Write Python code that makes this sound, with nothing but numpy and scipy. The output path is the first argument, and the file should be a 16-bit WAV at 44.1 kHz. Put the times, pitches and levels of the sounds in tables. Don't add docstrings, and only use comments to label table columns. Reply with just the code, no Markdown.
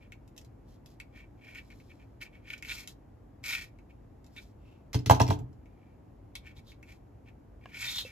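import sys
import numpy as np
from scipy import signal
from scipy.fft import rfft, irfft, next_fast_len
from scipy.io import wavfile

SR = 44100
rng = np.random.default_rng(int(sys.argv[2]) if len(sys.argv) > 2 else 0)


def wrap_up_sound(samples):
    columns = np.atleast_2d(samples).T
    tamed = np.clip(columns, -1, 1)
    steps = np.round(tamed * 32767).astype(np.int16)
    wavfile.write(sys.argv[1], SR, steps)


N = 357651

# f/Hz, density level/dB
VENT_SPECTRUM = [(20, -47.5), (46, -2), (77, -9), (113, -5.5), (154, -16), (285, -13.5), (400, -21),
                 (800, -26), (1370, -37.5), (2320, -45), (3500, -53), (14000, -59), (16000, -80.5)]
# f/Hz, side over mid level/dB
STEREO_WIDTH = [(60, -18), (120, -18), (220, -7.5), (600, 0.5), (1300, -1.5), (2400, -6.5), (4400, 1),
                (7500, -4), (9200, 24.5), (11000, -13.5), (15000, 5.5)]
# f/Hz, t60/s
ROOM_DECAY = [(100, 0.77), (500, 0.35), (3000, 0.24), (12000, 0.13)]
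# start t/s, length t/s, level/dB
FINGER_RUBS = [(0, 0.07, -62.5), (1.13, 0.11, -55), (1.405, 0.17, -54), (1.542, 0.069, -46),
               (1.698, 0.037, -54), (1.89, 0.038, -57.5), (1.985, 0.053, -63.5), (2.208, 0.023, -38.5),
               (2.24, 0.035, -50), (2.315, 0.086, -63), (2.452, 0.14, -49.5), (2.498, 0.015, -40),
               (2.528, 0.014, -37.5), (3.892, 0.025, -60.5), (4.36, 0.043, -47), (5.62, 0.4, -78),
               (6.435, 0.088, -54), (6.555, 0.051, -64), (6.865, 0.083, -57), (7.255, 0.054, -61.5)]
# start t/s, length t/s, level/dB
SOFT_HISSES = [(.66, 0.11, -74.5), (.86, 0.099, -74.5), (1.42, 0.68, -77.5), (2.21, .03, -56),
               (2.868, 0.06, -60.5), (4.31, 0.19, -70), (6.555, .05, -69), (6.65, 0.088, -68),
               (6.86, 0.112, -70)]
# t/s, rasp level/dB, hiss level/dB
LONG_SLIDES = [
    [(2.655, -58.5, -59), (2.671, -50.5, -60.5), (2.693, -39.5, -51.5), (2.723, -39.5, -54),
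     (2.737, -65, -53.5), (2.773, -46.5, -55), (2.805, -54.5, -55), (2.865, -65.5, -76)],
    [(3.43, -63.5, -72), (3.44, -45.5, -52.5), (3.512, -38, -45.5), (3.544, -34, -46), (3.582, -46, -58.5),
     (3.626, -46.5, -56.5), (3.7, -83, -86.5)],
    [(7.61, -69.5, -87), (7.728, -58.5, -73.5), (7.742, -47, -64), (7.81, -47, -50.5), (7.832, -37, -48.5),
     (8.01, -62, -49.5), (8.04, -75, -64), (8.064, -51.5, -60.5), (8.11, -61.5, -72)],
]
# f/Hz, width f/Hz, level/dB
GRIP_RESONANCES = [(1465, 160, -18.5), (1854, 81, -10), (2243, 125, 2), (2367, 250, -2.5), (2675, 110, -8),
                   (3015, 460, -17.5)]
# f/Hz, density level/dB
HISS_SPECTRUM = [(300, -36), (800, -7), (1400, -5.5), (2200, -3.5), (4000, 2.5), (7000, -1), (9300, -6),
                 (11000, -7), (14000, -7.5), (15500, -30)]
# t/s, level/dB
GRIP_CLICKS = [(.1211, -27), (1.0006, -22.5), (1.5482, -30), (1.7025, -37.5), (1.8003, -40.5),
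               (2.2144, -21.5), (2.6249, -20), (2.6484, -22.5), (3.4394, -20), (3.787, -42), (4.3635, -30),
               (5.657, -45), (6.3539, -25), (6.7181, -36), (6.8284, -31.5)]
# t/s, level/dB
BRIGHT_TICKS = [(.2775, -58), (.365, -53), (.3785, -41.5), (.414, -53), (.4479, -55), (.8604, -50),
                (2.5795, -48.5), (2.875, -34.5), (4.244, -58), (4.265, -56.5), (5.3902, -51.5), (5.53, -65),
                (6.3539, -37.5)]
# start t/s, length t/s, level/dB
LEAD_DRAGS = [(2.68, 0.051, -46.5), (3.497, .05, -44.5), (4.364, 0.031, -54.5), (6.35, 0.028, -51),
              (6.56, 0.029, -61), (6.655, 0.08, -65), (7.83, 0.16, -41), (7.955, 0.076, -35.5)]
# f/Hz, width f/Hz, level/dB
SCRAPE_RESONANCES = [(3600, 290, 2.5), (4440, 550, -9.5)]
# f/Hz, level/dB, t60/s
TERMINAL_MODES = [(730, -43, 0.026), (1076, -39.5, 0.017), (1660, -47, 0.037), (2820, -44.5, .014)]
# f/Hz, level/dB, t60/s
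PLUCK_MODES = [(510, -39.5, .055), (2656, -45, 0.14)]
# start t/s, length t/s, level/dB
JAW_OPENINGS = [(4.59, .22, -73)]
# f/Hz, width f/Hz, level/dB
COIL_RESONANCE = [(2620, 440, 0)]
# t/s, crack level/dB, ping of that part f/Hz, ping level/dB
STEEL_CLASHES = [(4.9316, -28.5, 2520, -49.5), (4.9447, -24.5, 4980, -34), (4.9905, -44, 5150, -46.5),
                 (5.061, -24, 6070, -41.5), (5.097, -15, 3085, -30), (5.1095, -16, 12960, -27.5),
                 (5.148, -29.5, 6000, -38), (5.1998, -19, 2720, -32), (5.2166, -24.5, 5740, -26),
                 (5.2667, -39, 5050, -43.5), (5.2793, -30, 5570, -42), (5.303, -25.5, 4100, -42),
                 (5.327, -35, 3580, -46.5)]
# f/Hz, density level/dB
STEEL_SPECTRUM = [(300, -14.5), (1300, -3), (2800, 2), (6000, -1), (7500, -7.5), (10500, -11),
                  (13500, -11.5), (16000, -20.5)]
# f/Hz, level/dB, t60/s
JAW_MODES = [(2120, 2.5, 0.064), (3058, -2, 0.076), (4107, -6, .12), (7200, -7, 0.18), (12510, -11.5, .1)]
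# t/s, thump level/dB, clack level/dB
BENCH_KNOCKS = [(4.945, -19.5, -39), (5.062, -25.5, -53), (5.0986, -12.5, -14), (5.1102, -25.5, -15),
                (5.203, -16, -18.5), (5.286, -21, -42), (5.307, -21, -29), (5.4, -37.5, -59.5)]
# f/Hz, level/dB, t60/s
BENCH_MODES = [(67, 5, 0.1), (102, 1.5, 0.12), (123, 2.5, 0.21), (187, -3, 0.099), (262.4, -7, 0.17),
               (294, -7.5, 0.15), (343.8, -10.5, 0.12), (433, -11, 0.16), (670, -3, 0.11),
               (743.6, 5, 0.042), (842, 7, 0.044), (909, 2.5, 0.1), (996, -3.5, 0.11), (1195, -15, 0.07),
               (1365, -15.5, 0.05), (1620, -8, 0.04)]

TOP_HZ = 15950
VENT_LEFT_DB = 0.33
CREST_SHARE, STROKE_EDGE_DB = 0.46, 14
RUB_HISS_DB = -16.5
SLIDE_RASP_DB, SLIDE_HISS_DB = 1.5, 2
GRIP_EDGE_DB, STEEL_BODY_DB = -22, -7.5
CRUNCH_T60_S = 0.016
TAP_S, FLICK_S = 7.658, 8.05
PING_T60_S, PING_SPLIT = 0.016, 0.027
CHATTER_S, CHATTER_DB = 0.007, -4


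def amp(db):
    return 10 ** (np.asarray(db) / 20)


def unit(x):
    return x / np.sqrt(np.mean(x ** 2) + 1e-20)


def along(points, hz):
    f, v = np.transpose(points)
    return np.interp(np.log(hz + 1), np.log(f + 1), v)


def add(track, s, sound):
    part = track[..., round(s * SR):][..., :sound.shape[-1]]
    part += sound[..., :part.shape[-1]]


def filtered(x, response):
    size = next_fast_len(N + SR // 2, real=True)
    hz = np.fft.rfftfreq(size, 1 / SR)
    return irfft(rfft(x, size) * response(hz), size)[..., :N]


def colour(points):
    def response(hz):
        cepstrum = irfft(np.log(amp(along(points, hz))))
        half = len(cepstrum) // 2
        cepstrum[1:half] *= 2
        cepstrum[half + 1:] = 0
        h = np.exp(rfft(cepstrum))
        return h / np.sqrt(np.mean(abs(h) ** 2))
    return response


def resonances(modes):
    def response(f):
        h = 0
        for k, (centre, width, db) in enumerate(modes):
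            damping = 1j * f * width
            h = h + (-1) ** k * amp(db) * damping / (centre ** 2 - f ** 2 + damping)
        return h / np.sqrt(np.mean(abs(h) ** 2))
    return response


def ringing(modes):
    t = np.arange(SR // 4) / SR
    return sum(amp(db - 60 * t / t60) * np.sin(2 * np.pi * hz * t) for hz, db, t60 in modes)


def stereo_noise():
    def share(hz):
        turn = np.arctan(amp(along(STEREO_WIDTH, hz)))
        return np.array([np.cos(turn), np.sin(turn)])
    mid, side = filtered(rng.standard_normal((2, N)), share)
    return np.array([mid + side, mid - side])


def slips(rate, spread_db, clump_db):
    sizes = spread_db * np.clip(rng.standard_normal(N), -2, 2)
    knots = np.arange(0, N, 256)
    pressure = np.interp(np.arange(N), knots, rng.uniform(-1, 1, len(knots)))
    caught = rng.random(N) < rate / SR
    return unit(caught * amp(sizes + clump_db * pressure) * rng.choice([-1, 1], N))


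def strokes(rows):
    power = np.zeros(N)
    for s, length, db in rows:
        first, last = round((s - length) * SR), round((s + 2 * length) * SR)
        i = np.arange(max(0, first), min(N, last))
        past_crest = (i / SR - s) / length - CREST_SHARE
        away = np.where(past_crest < 0, past_crest / CREST_SHARE, past_crest / (1 - CREST_SHARE))
        power[i] += amp(db - STROKE_EDGE_DB * away ** 2) ** 2
    return np.sqrt(power)


def slides(axis):
    t = np.arange(N) / SR
    gain = np.zeros(N)
    for slide in LONG_SLIDES:
        columns = np.transpose(slide)
        gain += amp(np.interp(t, columns[0], columns[axis], left=-np.inf, right=-np.inf))
    return gain


def taps(rows):
    s, db = np.transpose(rows)
    out = np.zeros(N)
    out[np.round(s * SR).astype(int)] = amp(db)
    return out


def nearby(x, scatter_db, t60):
    def phase_shift(hz):
        return np.exp(1j * np.arctan(amp(along(STEREO_WIDTH, hz))) * np.array([[-1], [1]]))
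    direct = filtered(x, phase_shift)
    t = np.arange(SR // 3) / SR
    echoes = stereo_noise()[:, :len(t)] * amp(-60 * t / t60)
    echoes /= np.linalg.norm(echoes[0])
    return direct + amp(scatter_db) * signal.fftconvolve(x[None], echoes, axes=1)[:, :N]


def ventilation():
    balance = amp([[VENT_LEFT_DB], [-VENT_LEFT_DB]])
    return amp(-53.5) * balance * unit(filtered(stereo_noise(), colour(VENT_SPECTRUM)))


def rubbing():
    fingers = strokes(FINGER_RUBS)
    rasp_gain = fingers + amp(SLIDE_RASP_DB) * slides(axis=1)
    soft_gain = np.hypot(amp(RUB_HISS_DB) * fingers, strokes(SOFT_HISSES))
    hiss_gain = soft_gain + amp(SLIDE_HISS_DB) * slides(axis=2)
    catches = slips(rate=1100, spread_db=3.0, clump_db=4.5)
    rasp = filtered(catches * rasp_gain, resonances(GRIP_RESONANCES))
    fine_catches = unit(1.9 * catches + slips(rate=3600, spread_db=3.5, clump_db=5.5))
    hiss = amp(2.5) * filtered(fine_catches * hiss_gain, colour(HISS_SPECTRUM))
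    return nearby(rasp + hiss, scatter_db=-2, t60=0.08)


def room(x):
    hz, t, z = signal.stft(rng.standard_normal((2, SR)), SR, nperseg=256)
    decay = amp(-60 * t / along(ROOM_DECAY, hz)[:, None])
    mid, side = signal.istft(z * decay, SR, nperseg=256)[1]
    side = signal.sosfilt(signal.butter(2, 250, "high", fs=SR, output="sos"), side)
    tail = np.array([mid + side, mid - side]) / np.linalg.norm(mid)
    return signal.fftconvolve(x, tail, axes=1)[:, :N]


def ticks():
    grip, steel = taps(GRIP_CLICKS), taps(BRIGHT_TICKS)
    body = filtered(grip + amp(STEEL_BODY_DB) * steel, resonances(GRIP_RESONANCES))
    contacts = steel + amp(GRIP_EDGE_DB) * grip
    t = np.arange(SR // 20) / SR
    dying = amp(-60 * t / CRUNCH_T60_S)
    dying /= np.linalg.norm(dying)
    grind = signal.fftconvolve(contacts, dying)[:N] * rng.standard_normal(N)
    edge = filtered(contacts + grind, colour(HISS_SPECTRUM))
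    return nearby(amp(3) * body + amp(13.0) * edge, scatter_db=0.5, t60=0.1)


def lead():
    catches = slips(rate=940, spread_db=1.5, clump_db=4.5)
    scrape = filtered(catches * strokes(LEAD_DRAGS), resonances(SCRAPE_RESONANCES))
    knocks = np.zeros(N)
    add(knocks, TAP_S, ringing(TERMINAL_MODES))
    add(knocks, FLICK_S, ringing(PLUCK_MODES))
    return nearby(scrape, scatter_db=-5.0, t60=0.14) + knocks


def spring():
    catches = slips(rate=1200, spread_db=2, clump_db=1.5)
    whisper = filtered(catches * strokes(JAW_OPENINGS), resonances(COIL_RESONANCE))
    return nearby(whisper, scatter_db=-0.5, t60=0.11)


def rattle():
    ring, pings, blows = np.zeros((3, N))
    for s, crack_db, ping_hz, ping_db in STEEL_CLASHES:
        jaws = [(hz, crack_db + db + rng.uniform(-7, 7), t60) for hz, db, t60 in JAW_MODES]
        add(ring, s, ringing(jaws))
        pair = [(ping_hz * (1 + side * PING_SPLIT / 2), ping_db, PING_T60_S) for side in (-1, 1)]
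        add(pings, s, ringing(pair))
        add(blows, s, amp([crack_db]))
        for delay in CHATTER_S * rng.random(size=3):
            add(blows, s + delay, amp([crack_db + CHATTER_DB]))
    crack = amp(3.0) * filtered(blows, colour(STEEL_SPECTRUM))
    tones = pings + amp(-28) * ring
    return nearby(crack, scatter_db=6.5, t60=0.1) + nearby(tones, scatter_db=-10.5, t60=0.05)


def bench():
    t, out = np.arange(SR // 2) / SR, np.zeros((2, N))
    hz, db, t60 = np.transpose(BENCH_MODES)[:, :, None]
    hard = np.interp(hz, [440, 640], [0, 1])
    swell = 1 - np.exp(-(t / (0.013 * (100 / hz) ** 1.4)) ** 2)
    heave = 0.015 * (hz < 160)
    apart = np.arctan(amp(along(STEREO_WIDTH, hz)))
    right_db = np.interp(hz, [450, 700, 1000], [0, 2.5, 0])
    for s, thump_db, clack_db in BENCH_KNOCKS:
        scatter = rng.standard_normal((2, len(hz), 1)) * np.minimum(hz / 600, 1)
        blow_db = thump_db + hard * (clack_db - thump_db)
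        size = amp(db + blow_db + scatter[0] - 60 * t / t60) * swell
        phase = 2 * np.pi * hz * (t - heave) + 0.5 * scatter[1]
        channels = [np.sum(size * amp(ear * right_db) * np.sin(phase + ear * apart), 0) for ear in (-1, 1)]
        add(out, s, np.array(channels))
    return out


def scene():
    handling = rubbing() + ticks() + lead() + spring()
    drop = rattle() + bench()
    tail = room(amp(-21.5) * handling + amp(-15.0) * drop)
    return ventilation() + handling + drop + tail


def record(dry):
    return filtered(dry, lambda hz: hz < TOP_HZ)


dry = scene()
out = record(dry)
wrap_up_sound(out)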